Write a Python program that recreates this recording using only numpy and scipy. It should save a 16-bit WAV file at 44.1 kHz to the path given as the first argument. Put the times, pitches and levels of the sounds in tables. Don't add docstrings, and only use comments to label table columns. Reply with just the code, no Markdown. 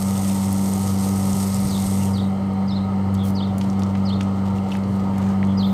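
import sys
import numpy as np
from scipy import signal
from scipy.fft import rfft, irfft, next_fast_len
from scipy.io import wavfile
from scipy.ndimage import uniform_filter1d, map_coordinates

SR = 44100
rng = np.random.default_rng(int(sys.argv[2]) if len(sys.argv) > 2 else 0)


def master_out(mix):
    frames = np.transpose(np.atleast_2d(mix))
    ceiling = np.clip(frames, -1, 1)
    pcm = np.round(ceiling * 32767).astype(np.int16)
    wavfile.write(sys.argv[1], SR, pcm)


N = 252693
TIME = np.arange(N) / SR

# frequency in Hz, relative level in dB per Hz.
SPLATTER_COLOUR = [(1000, -43), (2000, -7), (2500, -12.5), (3300, -10.5), (4600, -7.5), (6500, -4),
                   (7400, -6.5), (8450, 2.5), (8950, -4.5), (9300, -2), (10700, -13.5), (11350, -5),
                   (12050, -14.5), (12600, -6), (14400, -14), (15500, -15.5)]
# time in seconds, relative level in dB, centre in Hz.
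PATTER_PATH = [(0, -55, 3350), (.3, -44, 3280), (.6, -65, 3820), (.9, -40, 4740), (1.2, -58, 4700),
               (1.45, -46, 4900), (1.75, -40, 4300), (2.2, -72, 4300), (2.5, -80, 4200)]
# start in seconds, peak in dB, centre in Hz.
CLOSE_DROPS = [(0.024, -19, 7900), (.1776, -20, 8300), (.5283, -16, 10000), (0.7368, -14.5, 8800),
               (1.3318, -16, 7000), (1.369, -19.5, 8000), (1.545, -17, 8100), (2.469, -42, 10000),
               (2.5357, -39, 9000)]
# start in seconds, peak in dB before reflections,
# centre in Hz, time to fade by 60 dB in seconds, sharpness q of the ring.
SANDAL_SLAPS = [(3.1419, -32, 11000, 0.023, 1), (3.149, -31, 5800, 0.025, 0.91),
                (3.5819, -26.5, 10800, 0.022, 0.56), (3.6113, -24, 3600, 0.028, 0.84),
                (3.643, -35, 4000, 0.024, 1.4), (3.7, -28.5, 6200, 0.013, 3.5),
                (3.7934, -34, 7000, 0.045, 0.92), (3.821, -29, 3600, .02, 2),
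                (3.8343, -25, 5700, 0.0085, 2.2), (3.9518, -27, 1800, 0.035, 0.83),
                (4.2079, -20, 2200, 0.022, 1.3), (4.211, -29, 6500, 0.015, 2.6),
                (4.221, -41, 5000, 0.022, 1.5), (4.583, -37.5, 2720, 0.04, 4.9),
                (4.7167, -26, 2880, 0.034, 8), (4.7402, -38, 5000, 0.015, 1.3),
                (4.752, -23.5, 2050, 0.016, 4), (4.764, -36, 3000, 0.02, 1.5),
                (4.836, -35.5, 4000, 0.026, 1.5), (5.181, -33, 7800, 0.034, 1.1),
                (5.429, -21, 2000, 0.004, 5.9)]
# start in seconds, length in seconds,
# level in dB before reflections, centre in Hz, sharpness q.
BRUSHES = [(3.234, 0.075, -44, 8360, 0.32), (3.592, 0.15, -59, 6450, 0.91), (4.703, 0.062, -49, 2700, 1),
           (4.714, 0.065, -59, 5800, 1.7), (4.876, 0.1, -58, 7000, 0.78), (5.115, 0.26, -48, 1600, 2.8),
           (5.225, 0.096, -56, 6400, 4.5), (5.578, 0.33, -58.5, 14300, 1.9)]
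# time in seconds, relative level in dB.
MOTOR_LOW_LEVEL = [(0.08, -28.5), (0.53, -26), (0.66, -30), (0.84, -25), (1.67, -27.5), (1.7, -35),
                   (1.78, -26.5), (2.12, -23), (2.31, -28.5), (2.97, -28.5), (3.14, -23), (3.7, -28.5),
                   (3.82, -24.5), (4.59, -26.5), (4.71, -32.5), (4.81, -27.5), (5.59, -25), (5.68, -30.5)]
# time in seconds, level in dB.
MOTOR_OCTAVE_LEVEL = [(0, -21.5), (2.1, -21), (2.85, -22), (3.95, -21), (4.58, -23), (5.7, -18.2)]
# multiple of the motor's pitch, relative level in dB.
MOTOR_OVERTONES = [(3, -40), (4, -51), (5, -53), (13, -47.5), (14, -55.5), (22, -61)]
# multiple of that hum's pitch, level in dB.
SECOND_HUM = [(1, -49.5), (2, -46)]
# middle frequency in Hz, relative level in dB.
CASING_TONES = [(48, -50), (121, -37), (142, -37.5), (239, -43), (481, -46), (567, -46), (582, -48.5),
                (757, -43.5), (766, -46), (921.5, -42.5), (1213, -52), (3295, -75), (3634, -67),
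                (4048, -66.5)]
# frequency in Hz, relative level in dB per Hz.
FAN_COLOUR = [(20, -28), (45, -7), (80, -2), (140, 2.5), (260, -1.5), (400, -2.5), (540, -4), (680, -5.5),
              (800, -4), (1080, -9.5), (1260, -8.5), (1420, -16), (1650, -28), (2000, -51.5)]
# time in seconds, relative level in dB.
FAN_RUSH_LEVEL = [(0, -32), (2, -32), (2.6, -32.5), (4.3, -31.5), (5.73, -31.5)]
# frequency in Hz, relative level in dB per Hz.
HISS_COLOUR = [(1200, -30), (1700, 0), (2100, 5), (2450, -7), (3100, -0.5), (3600, -13), (4150, -4),
               (5500, -12.5), (7500, -15), (8500, -10), (10100, -26.5), (11700, -27), (12500, -19),
               (15500, -26)]
# start in seconds, gain in dB, sweep in seconds,
# curl in seconds, trough in Hz, crest in Hz, upper note in Hz, upper note in dB within the chirp.
CHIRP_LIST = [(1.687, -38, .041, 0.0104, 3480, 3770, 4400, -14),
              (2.13, -38, 0.032, 0.014, 3300, 3860, 4600, -4),
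              (2.675, -39.5, .026, 0.048, 3480, 4230, 5240, -1),
              (3.348, -37, 0.036, 0.023, 3030, 3680, 4750, -5),
              (4.05, -37.5, .033, 0.027, 2980, 3660, 4320, 2),
              (5.571, -34.5, 0.038, 0.017, 3160, 3620, 4430, -13)]
VOICE_SHAPE_DB = [-7, -4, -1, -11.5, 1.5, -7, 2.5, -10.5]
# start in seconds, length in seconds, level in dB before reflections,
# pitch in Hz that the glide bends around.
FAR_BIRD_CALLS = [(2.003, 0.034, -49, 2820), (2.053, 0.037, -51.5, 2960), (3.167, 0.096, -49.5, 3410),
                  (5.466, .08, -55, 3240)]
# centre in seconds, length in seconds, relative level in dB.
WIND_PUFFS = [(1.35, 0.059, -30), (1.657, 0.075, -28.5), (1.731, 0.057, -33), (1.866, 0.064, -30)]

SPRAY_DB, SPRAY_OFF_S, SPRAY_FADE_DB_PER_S = -37, 2.025, 85
DRIBBLE_DB, DRIBBLE_FADE_DB_PER_S = -63.5, 35
DROPLET_DB, DROPLET_WITHIN_S, DROPLET_FADE_DB_PER_S = -10, 0.05, 160
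DROPLET_HZ, DROPLET_T60_S = 5500, 0.008
MOTOR_HZ, BEAT_HZ = 97.08, 2.99
FLICK_S, DROP_S, START_HZ, TOP_HZ, END_HZ = 0.007, 0.017, 4770, 5100, 3110
HITCH_HZ, HITCH_S, HITCH_RISE_HZ, BREAK_S = 3900, 0.0071, 177, 0.0085
UPPER_S, UPPER_SAG_HZ, UPPER_FADE_DB = 0.034, 140, -20
FLICK_UPPER_HZ, FLICK_UPPER_DB = 5900, -17


def amp(db):
    return 10 ** (np.asarray(db) / 20)


def unit(x):
    return x / np.sqrt(np.mean(x ** 2) + 1e-20)


def curve(rows):
    return np.interp(TIME, *np.transpose(rows))


def add(mix, start_s, sound):
    part = mix[max(round(start_s * SR), 0):][:len(sound)]
    part += sound[:len(part)]


def colour(x, points):
    f, db = np.transpose(points)
    size = next_fast_len(len(x))
    hz = np.fft.rfftfreq(size, 1 / SR)
    shape_db = np.interp(np.log(hz + 1), np.log(f), db, left=-60, right=-90)
    return unit(irfft(rfft(x, size) * amp(shape_db), size)[:len(x)])


def drift(rate, size=N):
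    knots = rng.standard_normal(4096)
    return map_coordinates(knots, [np.arange(size) * rate / SR], order=2, mode="wrap") * 1.131


def band(x, hz, q):
    hz = min(hz, 0.4 * SR)
    w = 2 * np.pi * hz / SR
    a = np.sin(w) / (2 * q)
    return signal.lfilter([a, 0, -a], [1 + a, -2 * np.cos(w), 1 - a], x)


def walls(x, wet_db, t60):
    t = np.arange(SR // 2) / SR
    sparse = (rng.random(len(t)) < 0.05) * (t > 0.003)
    taps = rng.standard_normal(len(t)) * sparse * amp(-60 * t / t60)
    reflected = signal.oaconvolve(x, taps / np.linalg.norm(taps))[:N]
    return x + amp(wet_db) * reflected


def impacts(per_s, spread_db):
    sizes = amp(spread_db * np.minimum(rng.exponential(1, N), 4.5)) * rng.choice([-1, 1], N)
    return unit(sizes * (rng.random(N) < per_s / SR))


def spray(surge_db=0.7, mist=0.72, sputter_db=0.9, patchy_db=0.8):
    hits = impacts(per_s=2600, spread_db=3.6) + mist * rng.standard_normal(N)
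    splatter = colour(hits * amp(sputter_db * drift(140)), SPLATTER_COLOUR)
    z = signal.stft(splatter, nperseg=256)[2]
    patches = uniform_filter1d(rng.standard_normal(z.shape), size=4, axis=0)
    patches = unit(uniform_filter1d(patches, size=24, axis=1))
    splatter = signal.istft(z * amp(patchy_db * patches))[1][:N]
    since_off = np.maximum(TIME - SPRAY_OFF_S, 0)
    jet = amp(SPRAY_DB - SPRAY_FADE_DB_PER_S * since_off)
    dribble = amp(DRIBBLE_DB - DRIBBLE_FADE_DB_PER_S * since_off)
    surge = amp(surge_db * drift(14.5))
    return unit(walls(splatter, wet_db=-17, t60=0.14)) * (jet + dribble) * surge


def patter(width_hz=1500):
    s, db, hz = np.transpose(PATTER_PATH)
    turn = np.exp(2j * np.pi * np.cumsum(np.interp(TIME, s, hz)) / SR)
    smooth = signal.butter(2, width_hz / 2, fs=SR, output="sos")
    shifted = impacts(per_s=490, spread_db=5) / turn
    ring = (turn * signal.sosfilt(smooth, shifted)).real
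    return unit(ring) * amp(np.interp(TIME, s, db) - 5)


def splash(db, hz, t60, q):
    t = np.arange(SR // 8) / SR
    burst = band(rng.standard_normal(len(t)) * amp(-60 * t / t60), hz, q)
    lowpass = signal.butter(2, min(1.6 * hz, SR / 2 - 1000), fs=SR, output="sos")
    burst = signal.sosfilt(lowpass, burst)
    return amp(db) * burst / abs(burst).max()


def close_drops(t60=0.0028):
    out = np.zeros(N)
    for s, db, hz in CLOSE_DROPS:
        add(out, s, splash(db, hz, t60, q=3.5))
    return out


def drips(level_db=-62):
    hits = impacts(per_s=140, spread_db=4.5)
    ticks = colour(hits, [(1500, -10.5), (2800, 2.5), (6000, -4), (8600, -3.5), (10500, -18), (15000, -10.5)])
    near = np.interp(TIME, [3, 3.7, 4.8, 5.7], [0.15, 1.4, 2.1, 0.8])
    return amp(level_db) * near * unit(walls(ticks, wet_db=2, t60=0.062))


def sandals(grain_db=3.8):
    out = np.zeros(N)
    for s, db, hz, t60, q in SANDAL_SLAPS:
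        add(out, s, splash(db, hz, t60, q))
        for late, pitch in rng.random((3, 2)) * [DROPLET_WITHIN_S, 1]:
            droplet_db = db + DROPLET_DB - DROPLET_FADE_DB_PER_S * late
            add(out, s + late, splash(droplet_db, DROPLET_HZ * (0.5 + pitch), DROPLET_T60_S, q=1.5))
    for s, length, db, hz, q in BRUSHES:
        size = int(length * SR)
        grains = rng.standard_normal(SR)[:size] * amp(grain_db * drift(420, size))
        swish = band(grains, hz, q) * np.hanning(size) ** 0.15
        add(out, s, amp(db) * unit(swish))
    return walls(out, wet_db=-9.5, t60=0.3)


def motor(low_db=-0.7, low_waver_db=0.7, octave_waver_db=0.71, waver_db=3.0, whine_waver_db=3.5,
          wander_hz=2.625):
    turn = 2 * np.pi * MOTOR_HZ * TIME
    low_level = amp(curve(MOTOR_LOW_LEVEL) + low_db + low_waver_db * drift(9.9))
    out = low_level * np.sin(turn + 2 * np.pi * rng.random())
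    out += amp(curve(MOTOR_OCTAVE_LEVEL) + octave_waver_db * drift(12)) * np.sin(2 * turn)
    for k, db in SECOND_HUM:
        out += amp(db) * np.sin(2 * np.pi * (k * (MOTOR_HZ + BEAT_HZ) * TIME + rng.random()))
    for k, db in MOTOR_OVERTONES:
        out += amp(db - 3 + waver_db * drift(9)) * np.sin(k * turn + 2 * np.pi * rng.random())
    for hz, db in CASING_TONES:
        phase = 2 * np.pi * np.cumsum(hz + wander_hz * drift(24.97)) / SR
        out += amp(db - 4.5 + whine_waver_db * drift(12)) * np.sin(phase)
    return np.sqrt(2) * out


def fan(rush_db=-1.0, flutter_db=0.72, hiss_db=-49.5):
    level = amp(curve(FAN_RUSH_LEVEL) + rush_db + flutter_db * drift(30))
    rush = colour(rng.standard_normal(N), FAN_COLOUR) * level
    return rush + colour(rng.standard_normal(N), HISS_COLOUR) * amp(hiss_db)


def whistle(at, hz, db, rasp=0.02):
    t = np.arange(0, at[-1], 1 / SR)
    glide = np.interp(t, at, hz) * (1 + rasp * drift(897, len(t)))
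    level = np.sqrt(2) * amp(np.interp(t, at, db)) * signal.windows.tukey(len(t), 0.1)
    return level * np.sin(2 * np.pi * np.cumsum(glide) / SR)


def chirp(sweep_s, curl_s, trough_hz, crest_hz, upper_hz, upper_db):
    at = np.cumsum([0, FLICK_S, sweep_s, HITCH_S, BREAK_S, curl_s / 2, curl_s / 2, DROP_S])
    middle_hz = (trough_hz + crest_hz) / 2
    pitch = [START_HZ, TOP_HZ, HITCH_HZ, HITCH_HZ + HITCH_RISE_HZ, trough_hz, middle_hz, crest_hz, END_HZ]
    out = whistle(at, pitch, VOICE_SHAPE_DB)
    upper = whistle([0, UPPER_S], [upper_hz, upper_hz - UPPER_SAG_HZ], [upper_db, upper_db + UPPER_FADE_DB])
    add(out, FLICK_S + sweep_s, upper)
    faint_hz = [FLICK_UPPER_HZ - UPPER_SAG_HZ, FLICK_UPPER_HZ]
    add(out, FLICK_S, whistle([0, sweep_s / 2], faint_hz, [FLICK_UPPER_DB] * 2))
    return out


def birds(echo_db=-18, echo_s=0.06, tail_db=-7):
    near, far = np.zeros((2, N))
    for s, db, *shape in CHIRP_LIST:
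        add(near, s, amp(db) * chirp(*shape))
    for s, length, db, hz in FAR_BIRD_CALLS:
        size = int(length * SR)
        arch = np.interp(np.linspace(0, 1, size), [0, 0.4, 1], [0.99, 1.03, 0.94])
        glide = hz * (arch + 0.048 * drift(770, size))
        call = np.sin(2 * np.pi * np.cumsum(glide) / SR) * np.hanning(size) ** 0.5
        add(far, s, amp(db) * unit(call))
    tail = walls(near, wet_db=tail_db, t60=0.34) - near
    echo = band(walls(near, wet_db=9, t60=0.1), 4080, q=5.5)
    add(near, echo_s, amp(echo_db) * echo)
    return near + band(tail, 4400, q=2.2) + walls(far, wet_db=0.0, t60=0.062)


def buffets():
    out = np.zeros(N)
    for s, length, db in WIND_PUFFS:
        size = int(length * SR)
        eddy = colour(rng.standard_normal(SR), [(20, -20), (65, 2), (130, 9), (350, -31)])[:size]
        add(out, s - length / 2, amp(db + 3) * unit(eddy * np.hanning(size)))
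    return out


def scene():
    water = spray() + patter() + close_drops() + drips()
    return (water + sandals() + motor() + fan() + birds() + buffets())[None]


def record(dry, edge_hz=15600):
    lowpass = signal.firwin(511, edge_hz, window=("kaiser", 9), fs=SR)
    return signal.oaconvolve(dry, lowpass[None], "same")


dry = scene()
out = record(dry)
master_out(out)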